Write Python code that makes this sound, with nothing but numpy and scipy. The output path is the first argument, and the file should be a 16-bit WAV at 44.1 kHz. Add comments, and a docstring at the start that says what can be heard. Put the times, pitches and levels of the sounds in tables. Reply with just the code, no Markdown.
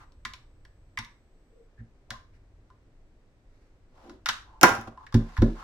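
"""Work with small tools at a bench in a small workshop, heard by two spaced microphones above the bench.
Filtered noise gives room air and rumble, sines a thin whine that drops at 1.67 s; hands slide things (resonant noise).
Soon small tools click on a metal motor part (noise bursts, damped modes) and light knocks bend the bench.
At 4.61 s a heavy tool is set down: a short rush of noise, a hard slam with quick bounces, later weaker knocks.
Then more tools are put down and the bench top booms (damped modes, clatter), with more clicks and a last slide."""
import sys
import numpy as np
from scipy import signal
from scipy.fft import rfft, irfft
from scipy.io import wavfile

SR = 44100
rng = np.random.default_rng(int(sys.argv[2]) if len(sys.argv) > 2 else 0)


def store_wav(level_fs):
    """Save 16-bit WAV to argv[1]."""
    pcm = np.round(np.clip(np.atleast_2d(level_fs), -1, 1) * 32767)
    wavfile.write(sys.argv[1], SR, pcm.T.astype(np.int16))


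N = 248283
TIME = np.arange(N) / SR
AGE = TIME[:SR // 2]  # time since a blow, s

# room air: pitch_hz, relative density_db (per Hz)
AIR_SHAPE = [(12, -25.5), (20, 2), (53, -9.5), (77, -25.5), (110, -14), (134, -18.5), (216, -23),
             (262, -19), (574, -26), (897, -33), (976, -33.5), (2140, -37.5), (3250, -44), (6540, -48.5),
             (16000, -69)]
# low rumble, level over time: time_s, level_db (before its wander)
RUMBLE_LEVEL = [(0, -57), (1.0, -58), (1.4, -70), (2.1, -57.5), (2.6, -55), (3.4, -69.5), (4.0, -57.5)]
# low rumble, tone: pitch_hz, relative level_db
RUMBLE_SHAPE = [(15, -6.5), (30, 3.0), (60, -1.0), (105, -4.5), (160, -20), (400, -52), (1500, -78.5)]
# electrical whine: pitch_hz, level_db (at the start)
WHINE_LINES = [(8000, -86), (12000, -97)]
# things slid over the bench, squeaking when the resonance is narrow:
# middle_s, length_s, level_db, resonance_hz, nominal width_hz
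SLIDE_STROKES = [(0.012, 0.091, -54, 1110, 438), (1.578, 0.12, -57, 466, 33.2),
                 (1.796, 0.048, -61.5, 1720, 180), (2.122, 0.072, -53.5, 673, 120),
                 (2.15, 0.058, -49, 1045, 74.6), (2.353, 0.06, -70.5, 2100, 900),
                 (3.6, 0.3, -78, 2000, 1210), (4.04, 0.26, -58.5, 690, 480),
                 (4.11, 0.17, -51.5, 296, 129.5), (4.529, 0.21, -60.5, 948, 200),
                 (4.879, .018, -43, 850, 350), (5.021, .12, -54, 1034, 200.3), (5.282, 0.34, -57, 990, 600),
                 (5.45, 0.5, -62, 2600, 1300), (5.62, 0.16, -46.5, 1060, 424)]
# the workshop's reverberation: pitch_hz, level_db, t60_s
ROOM_TAIL = [(98.6, -11, 0.17), (297, -4, 0.21), (1000, -3.5, 0.35), (2540, -6, 0.31), (5470, -5.5, 0.31),
             (13800, -11, 0.27)]
# small tools touching: start_s, level_db, middle_ring_hz, low_ring_hz,
# low_ring_db and crack_db (both relative to level_db, before the layer trims)
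TOOL_TOUCHES = [(0.121, -73, 1810, 1220, 6, 13), (0.251, -28, 2040, 1220, -3, -3.5),
                (0.336, -43, 2350, 1000, -4, 5.5), (0.651, -50.5, 1660, 930, -16, -3.5),
                (0.974, -23.5, 2056, 1137, -9, -13.5), (0.988, -37.5, 1470, 940, 2.5, 7),
                (1.048, -58, 1610, 1000, -10, 13), (2.105, -32, 1680, 1050, -6.5, .5),
                (2.702, -54, 1330, 1090, 4, -12), (4.096, -45, 1390, 975, -4, -1),
                (4.259, -19.5, 1420, 1250, -15, -4.5), (4.288, -17, 1385, 1300, -23, -1),
                (4.975, -53, 1680, 1024, 13, -11), (5.066, -40, 1646, 1060, -19.5, -11),
                (5.125, -45.5, 1580, 1110, 8.5, 0.5), (5.143, -27.5, 1640, 840, -5, -1),
                (5.367, -31.5, 1730, 1074, -3, -16), (5.376, -33, 1610, 983, .5, -8.5),
                (5.420, -28, 1410, 870, -4, -6.5)]
# where the hands work: time_s, right_lead_ms (how much earlier the right microphone hears it)
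HAND_PLACE = [(0, -0.042), (1, -0.015), (2.1, 0.029), (4.2, 0.059), (5.6, 0.064)]
# what every small contact rings with: pitch_hz, relative level_db
CLACK_SHAPE = [(200, -18), (700, -8.5), (950, -1.5), (1400, -6.5), (2150, 0), (2800, -3.5), (5000, -14.5),
               (12000, -30.5)]
# sharp edge of a touch, also the scratch of a slide: pitch_hz, relative level_db
TOUCH_CRACK_SHAPE = [(600, -40.5), (2200, -16.5), (3000, -0.5), (3700, 1.5), (4600, -1.5), (5600, -4.5),
                     (7000, -9), (8500, -15), (10000, -16), (12500, -20), (15500, -27)]
# the metal motor part and the tool against it: pitch_hz (before detuning), relative level_db, t60_s
METAL_MODES = [(1029.6, 0.5, 0.16), (1090, -5, 0.07), (1304, -3.5, 0.042), (1420, -3, 0.098),
               (1546, -5.5, 0.12), (1710, -6.5, 0.24), (1999, -3.5, 0.024), (2190, -7.5, 0.051),
               (2726, -13, 0.25), (2900, -11, .08), (3840, -7.5, 0.098), (4400, -14, 0.09),
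               (4960, -12.5, 0.07), (5450, -11, 0.057), (5830, -11.5, 0.069), (6400, -17, 0.078)]
# blows on the bench top: start_s, level_db, contact_ms
BENCH_BLOWS = [(0.253, -44, 2.9), (0.986, -33, 3.77), (1.787, -33.5, 5.4), (1.805, -33, 4.1),
               (2.105, -35.5, 3.8), (4.289, -43, 2), (4.873, -36, .5), (5.142, -11, 1.92), (5.149, -5, 3.4),
               (5.384, -0.5, 10.25), (5.419, -5.5, 1.69)]
# bench top modes: pitch_hz, relative level_db, t60_s
BENCH_MODES = [(36, -14, 0.33), (50, -7.5, 0.12), (111.6, -0.5, 0.15), (118, -18, 0.046), (162, -13, 0.24),
               (190, -11, 0.13), (226.7, -6, 0.2), (279.3, -8.5, 0.13), (327.8, -7.5, 0.15),
               (378.6, -13.5, 0.22), (445, -19.5, 0.23), (531.6, -16.5, .18), (560, -25, 0.14),
               (674, -19.5, 0.1)]
# loose things clattering on the bench: pitch_hz, relative level_db
CLATTER_SHAPE = [(30, -20.5), (90, -6.5), (250, -5), (400, -6.5), (700, -4.5), (1200, -11), (2000, -19.5),
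                 (4000, -32)]
# ringing body of the heavy tool: pitch_hz, relative level_db, t60_s
HEAVY_MODES = [(323, -11, .18), (404, -17, .2), (528, -12, .2), (775, -7, .1), (803, 0, .15),
               (950, -6, .08), (992, 1, .15), (1100, -10, .22), (1255, -7, .2), (1408, -2, .17),
               (1585, -6, .2), (1705, -7, .16), (1772, -9, .18), (1961, -6, .16), (2100, -9, .16),
               (2820, -17, .12), (5730, -21, .16), (6050, -20, .15), (7040, -23, .16)]
# dull noise of the heavy tool's rush and blows: pitch_hz, relative level_db
HEAVY_BODY_SHAPE = [(80, -16), (230, -2), (450, -5.5), (750, -0.5), (1100, -2.5), (1600, -4), (2200, -11.5),
                    (3500, -22.5), (7000, -37.5), (15000, -44)]
# sharp crack of the heavy tool's blows: pitch_hz, relative level_db
HEAVY_CRACK_SHAPE = [(800, -9), (2500, 10), (4200, 2), (5600, 9.5), (7000, 6), (8300, -5), (10500, 1.5),
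                     (13000, -4.5), (16000, -5.5)]

MIC_SPACING_M = 0.093
RUSH_S, SLAM_S = 4.6128, 4.6313  # the heavy tool's rush of noise begins, the slam ends it


def undb(db):
    """Decibels to gain."""
    return 10 ** (np.asarray(db) / 20)


def unit(x):
    """Scale to rms 1."""
    return x / np.sqrt(np.mean(x ** 2))


def unit_attack(x):
    """Scale a blow so that its first 6 ms have rms 1."""
    return x / np.sqrt(np.mean(x[..., :SR * 6 // 1000] ** 2))


def along(hz, points, column=1):
    """Read a table on a log-frequency axis."""
    points = np.array(points)
    return np.interp(np.log(hz + 1e-6), np.log(points[:, 0]), points[:, column])


def colour(x, points):
    """Causal minimum-phase filter with the given (pitch_hz, level_db) shape."""
    size = 2048
    gain = undb(along(np.fft.rfftfreq(size, 1 / SR), points))
    # folding the cepstrum forward puts the filter's energy at its onset
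    cepstrum = irfft(np.log(gain))
    cepstrum[1:size // 2] *= 2
    cepstrum[size // 2 + 1:] = 0
    impulse = irfft(np.exp(rfft(cepstrum)))
    x = np.atleast_2d(x)
    return signal.fftconvolve(x, impulse[None], axes=1)[:, :x.shape[1]]


def resonate(x, hz, width_hz):
    """One resonance, gain 1 at its centre."""
    return signal.lfilter(*signal.iirpeak(hz, hz / width_hz, fs=SR), x)


def fade(t60):
    """Exponential decay after a blow: 60 dB in t60 seconds."""
    return np.exp(-np.log(1000) * AGE / t60)


def diffuse(size):
    """Spectra of noise arriving from all sides at two spaced microphones: most alike in the bass."""
    hz = np.fft.rfftfreq(size, 1 / SR)
    likeness = .96 * np.sinc(2 * hz * MIC_SPACING_M / 343)  # speed of sound 343 m/s
    mid, side = rfft(rng.standard_normal((2, size)))
    mid = mid * np.sqrt(1 + likeness)
    side = side * np.sqrt(1 - likeness)
    return hz, (mid + np.array([[1], [-1]]) * side) / np.sqrt(2)


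def burst(t60, scatter, right_lead_ms=0):
    """Countless close modes of even strength dying together; a share is scattered by the clutter on the bench."""
    size = 8192
    hz, field = diffuse(size)
    decay = fade(t60)[:size]
    delay_s = np.array([[right_lead_ms / 1000], [0]])  # left, right
    straight = rfft(rng.standard_normal(size)) * np.exp(-2j * np.pi * hz * delay_s)
    mixed = np.sqrt(1 - scatter) * straight + np.sqrt(scatter) * field
    spectrum = rfft(irfft(mixed) * decay)
    # flatten the spectrum so no mode stands out, then restrain the tail again
    return irfft(spectrum / abs(spectrum)) * np.sqrt(decay)


def ring(modes):
    """Damped modes; neighbours in the table swing in opposite directions."""
    total = 0
    for k, (hz, db, t60) in enumerate(modes):
        total = total + (-1) ** k * undb(db) * fade(t60) * np.sin(2 * np.pi * hz * AGE)
    return total


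def add(out, s, sound, pan_db=0):
    """Mix a sound into both channels at s seconds; pan_db is left over right."""
    start = int(s * SR)
    part = sound[..., :N - start]
    out[:, start:start + part.shape[-1]] += undb([[pan_db / 2], [-pan_db / 2]]) * part


def background(air_db=-59, wander_db=2.5, wander_per_s=3.4, whine_drop_s=1.67, later_whine_db=-9):
    """Diffuse room noise, a low rumble that wanders in level, and a thin electrical whine that drops away."""
    hz, field = diffuse(N)
    air = undb(air_db) * unit(irfft(field * undb(along(hz, AIR_SHAPE)), N))
    wander = np.interp(TIME * wander_per_s, np.arange(N), rng.standard_normal(N))
    rumble_db = np.interp(TIME, *np.transpose(RUMBLE_LEVEL)) + wander_db * wander
    rumble = undb(rumble_db) * unit(colour(rng.standard_normal(N), RUMBLE_SHAPE))
    whine = sum(undb(db) * np.sin(2 * np.pi * line_hz * TIME) for line_hz, db in WHINE_LINES)
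    return air + rumble + whine * undb(later_whine_db * (TIME > whine_drop_s))


def slides(grip_db=2.2, grip_per_s=180, scratch_db=-13):
    """Friction catches and slips unevenly, exciting one resonance and a faint scratch that grows with its width."""
    out = np.zeros((2, N))
    for middle_s, length_s, db, hz, width_hz in SLIDE_STROKES:
        steps = rng.standard_normal(len(AGE))
        grip = undb(grip_db * np.interp(AGE * grip_per_s, np.arange(len(AGE)), steps))
        friction = irfft(diffuse(len(AGE))[1]) * grip
        # two broader resonances in a row give steeper skirts
        body = unit(resonate(resonate(friction, hz, 1.36 * width_hz), hz, 2.0 * width_hz))
        scratch = undb(scratch_db) * width_hz / 400 * unit(colour(friction, TOUCH_CRACK_SHAPE))
        start = max(middle_s - length_s / 2, 0)
        stroke = np.cos(np.pi * np.clip((start + AGE - middle_s) / length_s, -.5, .5))
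        add(out, start, undb(db) * stroke * (body + scratch))
    return out


def workshop(dry, first_echo_s=.003, early_db=-5, early_t60=0.043):
    """Direct sound, quick reflections off the bench and shelves, then the room's tail, octave by octave."""
    hz, field = diffuse(len(AGE))
    centres = 62.5 * 2. ** np.arange(9)  # octave bands, Hz
    response = 0
    for centre, weights in zip(centres, np.eye(len(centres))):
        band = irfft(field * along(hz, np.c_[centres, weights]), len(AGE))
        tail, early = fade(along(centre, ROOM_TAIL, 2)), fade(early_t60)
        tail_power = tail ** 2 / np.sum(tail ** 2)
        early_power = (undb(early_db) * early) ** 2 / np.sum(early ** 2)
        envelope = np.sqrt(tail_power + early_power)
        response = response + undb(along(centre, ROOM_TAIL)) * band * envelope
    response = np.pad(response, ((0, 0), (int(first_echo_s * SR), 0)))
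    return dry + signal.fftconvolve(dry, response, axes=1)[:, :N]


def metal_modes(strength, metal_db=-14):
    """The motor part's modes for one touch; the place of contact and the grip shift each a little."""
    shifts = rng.standard_normal((len(METAL_MODES), 2)) * [.005, 1.5]  # detune (ratio), level (dB)
    modes = []
    for (hz, db, t60), (detune, place_db) in zip(METAL_MODES, shifts):
        modes.append((hz * (1 + detune), db + place_db + metal_db + along(hz, strength), t60))
    return modes


def tool_clicks(low_db=-5, middle_db=-5, crack_db=-5, low_width_hz=170, middle_width_hz=330, crack_share=0.74,
                ting_hz=5560, ting_db=-9, ting_t60=0.058, scatter=0.23, rise_ms=0.93,
                snap_db=-6, snap_t60=0.0029, pan_db=-0.15):
    """Each touch gives a sharp crack with a brief ting, a clack in two resonances, and sets the metal ringing."""
    out = np.zeros((2, N))
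    contact = 1 - np.exp(-AGE[:8192] * 1000 / rise_ms)
    for s, db, middle_hz, low_hz, low, sharp in TOOL_TOUCHES:
        # harder touches rattle longer: the nominal decay doubles every 25 dB
        t60 = 0.044 * 2 ** ((db + 30.5) / 25)
        lead_ms = np.interp(s, *np.transpose(HAND_PLACE))
        sharp_db = sharp + crack_db

        body = colour(burst(t60, scatter, lead_ms), CLACK_SHAPE)
        low_ring = undb(low + low_db) * unit_attack(resonate(body, low_hz, low_width_hz))
        middle_ring = undb(middle_db) * unit_attack(resonate(body, middle_hz, middle_width_hz))
        crack = unit_attack(colour(burst(t60 * crack_share, scatter, lead_ms), TOUCH_CRACK_SHAPE))
        add(out, s, undb(db) * contact * (low_ring - middle_ring + undb(sharp_db) * crack), pan_db)

        # the very first contact is a snap far shorter than the rattle
        snap = unit_attack(colour(burst(snap_t60, scatter, lead_ms), TOUCH_CRACK_SHAPE))
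        add(out, s, undb(db + sharp_db + snap_db) * snap, pan_db)

        # a dull touch wakes the low modes, a sharp one the high modes
        modes = metal_modes([(low_hz, low), (middle_hz, 0), (4000, sharp)])
        ting = (ting_hz, sharp_db + ting_db, ting_t60)
        add(out, s, undb(db) * ring(modes + [ting]), pan_db)
    return out


def bench_knocks(clatter_db=-15, clatter_t60=.15, top_db=-2.0, pan_db=-1,
                 rock_db=-28.5, rock_hz=600, rock_width_hz=220, rock_s=.1):
    """A half-sine push bends the bench top and rocks loose parts; a longer, softer push reaches only its lowest modes."""
    out, top = np.zeros((2, N)), ring(BENCH_MODES)
    swell = np.sin(np.pi * np.minimum(AGE / rock_s, 1))
    for s, db, contact_ms in [*BENCH_BLOWS, *heavy_thumps(count=3)]:
        push = np.sin(np.pi * np.minimum(AGE * 1000 / contact_ms, 1))
        jolts = irfft(diffuse(len(AGE))[1])
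        clatter = unit(colour(jolts, CLATTER_SHAPE)) * fade(clatter_t60)
        rocking = unit(resonate(jolts, rock_hz, rock_width_hz)) * swell
        response = undb(top_db) * top + undb(clatter_db) * clatter + undb(rock_db) * rocking
        blow = signal.fftconvolve(response, push[None] / push.sum(), axes=1)
        add(out, s, undb(db) * blow, pan_db)
    return out


def heavy_tool(body_t60=0.072, modes_db=-14, rush_db=-31, ting_hz=7300, ting_db=-36, ting_t60=0.055,
               crack_t60=.008, body_lag_s=.002, scatter=.85, pan_db=-1.0):
    """A heavy tool is set down: a touch with a high ting and a rush of noise, a slam with bounces, a ringing body."""
    out = np.zeros((2, N))
    rush = unit(colour(rng.standard_normal((2, len(AGE))), HEAVY_BODY_SHAPE)) * (AGE < SLAM_S - RUSH_S)
    ting = ring([(ting_hz, 0, ting_t60)])
    add(out, RUSH_S, undb(rush_db) * rush + undb(ting_db) * ting, pan_db)

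    first_touch = [(RUSH_S, -38, -29)]  # start_s, body_db, crack_db
    for s, body_db, crack_db in first_touch + slam_bounces(count=6) + later_knocks(count=3):
        crack = unit_attack(colour(burst(crack_t60, scatter), HEAVY_CRACK_SHAPE))
        add(out, s, undb(crack_db) * crack)
        # the body answers just after the crack
        body = unit_attack(colour(burst(body_t60, scatter), HEAVY_BODY_SHAPE))
        add(out, s + body_lag_s, undb(body_db) * body, pan_db)

    # the first full blow sets the body ringing
    add(out, SLAM_S, undb(modes_db) * unit_attack(ring(HEAVY_MODES)), pan_db)
    return out


def slam_bounces(count, first_gap_s=.0018, gap_growth=1.18):
    """The slam and its quick bounces, with widening gaps and falling levels: start_s, body_db, crack_db."""
    k = np.arange(count)
    gaps = first_gap_s * gap_growth ** k
    starts = SLAM_S + np.cumsum(gaps) - gaps
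    return list(zip(starts, -7.5 - 3 * k, -12.5 - 4 * k))


def heavy_thumps(count, lag_s=.009, gap_s=.071, contact_ms=1.1):
    """Even thumps on the bench top after the slam, each weaker: start_s, level_db, contact_ms."""
    return [(SLAM_S + lag_s + gap_s * k, -27.5 - 2.5 * k, contact_ms) for k in range(count)]


def later_knocks(count, gap_s=.0603, loss_db=8.5):
    """Evenly spaced knocks of the heavy tool after the slam, each weaker: start_s, body_db, crack_db."""
    return [(SLAM_S + gap_s * (k + 1), -26 - loss_db * k, -33.5 - loss_db * k) for k in range(count)]


def scene():
    """Everything on the bench sounds into the same room, over room air, wandering rumble and whine."""
    bench = slides() + tool_clicks() + bench_knocks() + heavy_tool()
    return background() + workshop(bench)


def record(dry, top_hz=16300):
    """Soft saturation rounds the loudest peaks and a steep low-pass cuts the top."""
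    low_pass = signal.ellip(8, .2, 70, top_hz, fs=SR, output="sos")
    return signal.sosfilt(low_pass, np.tanh(dry))


dry = scene()
out = record(dry)
store_wav(out)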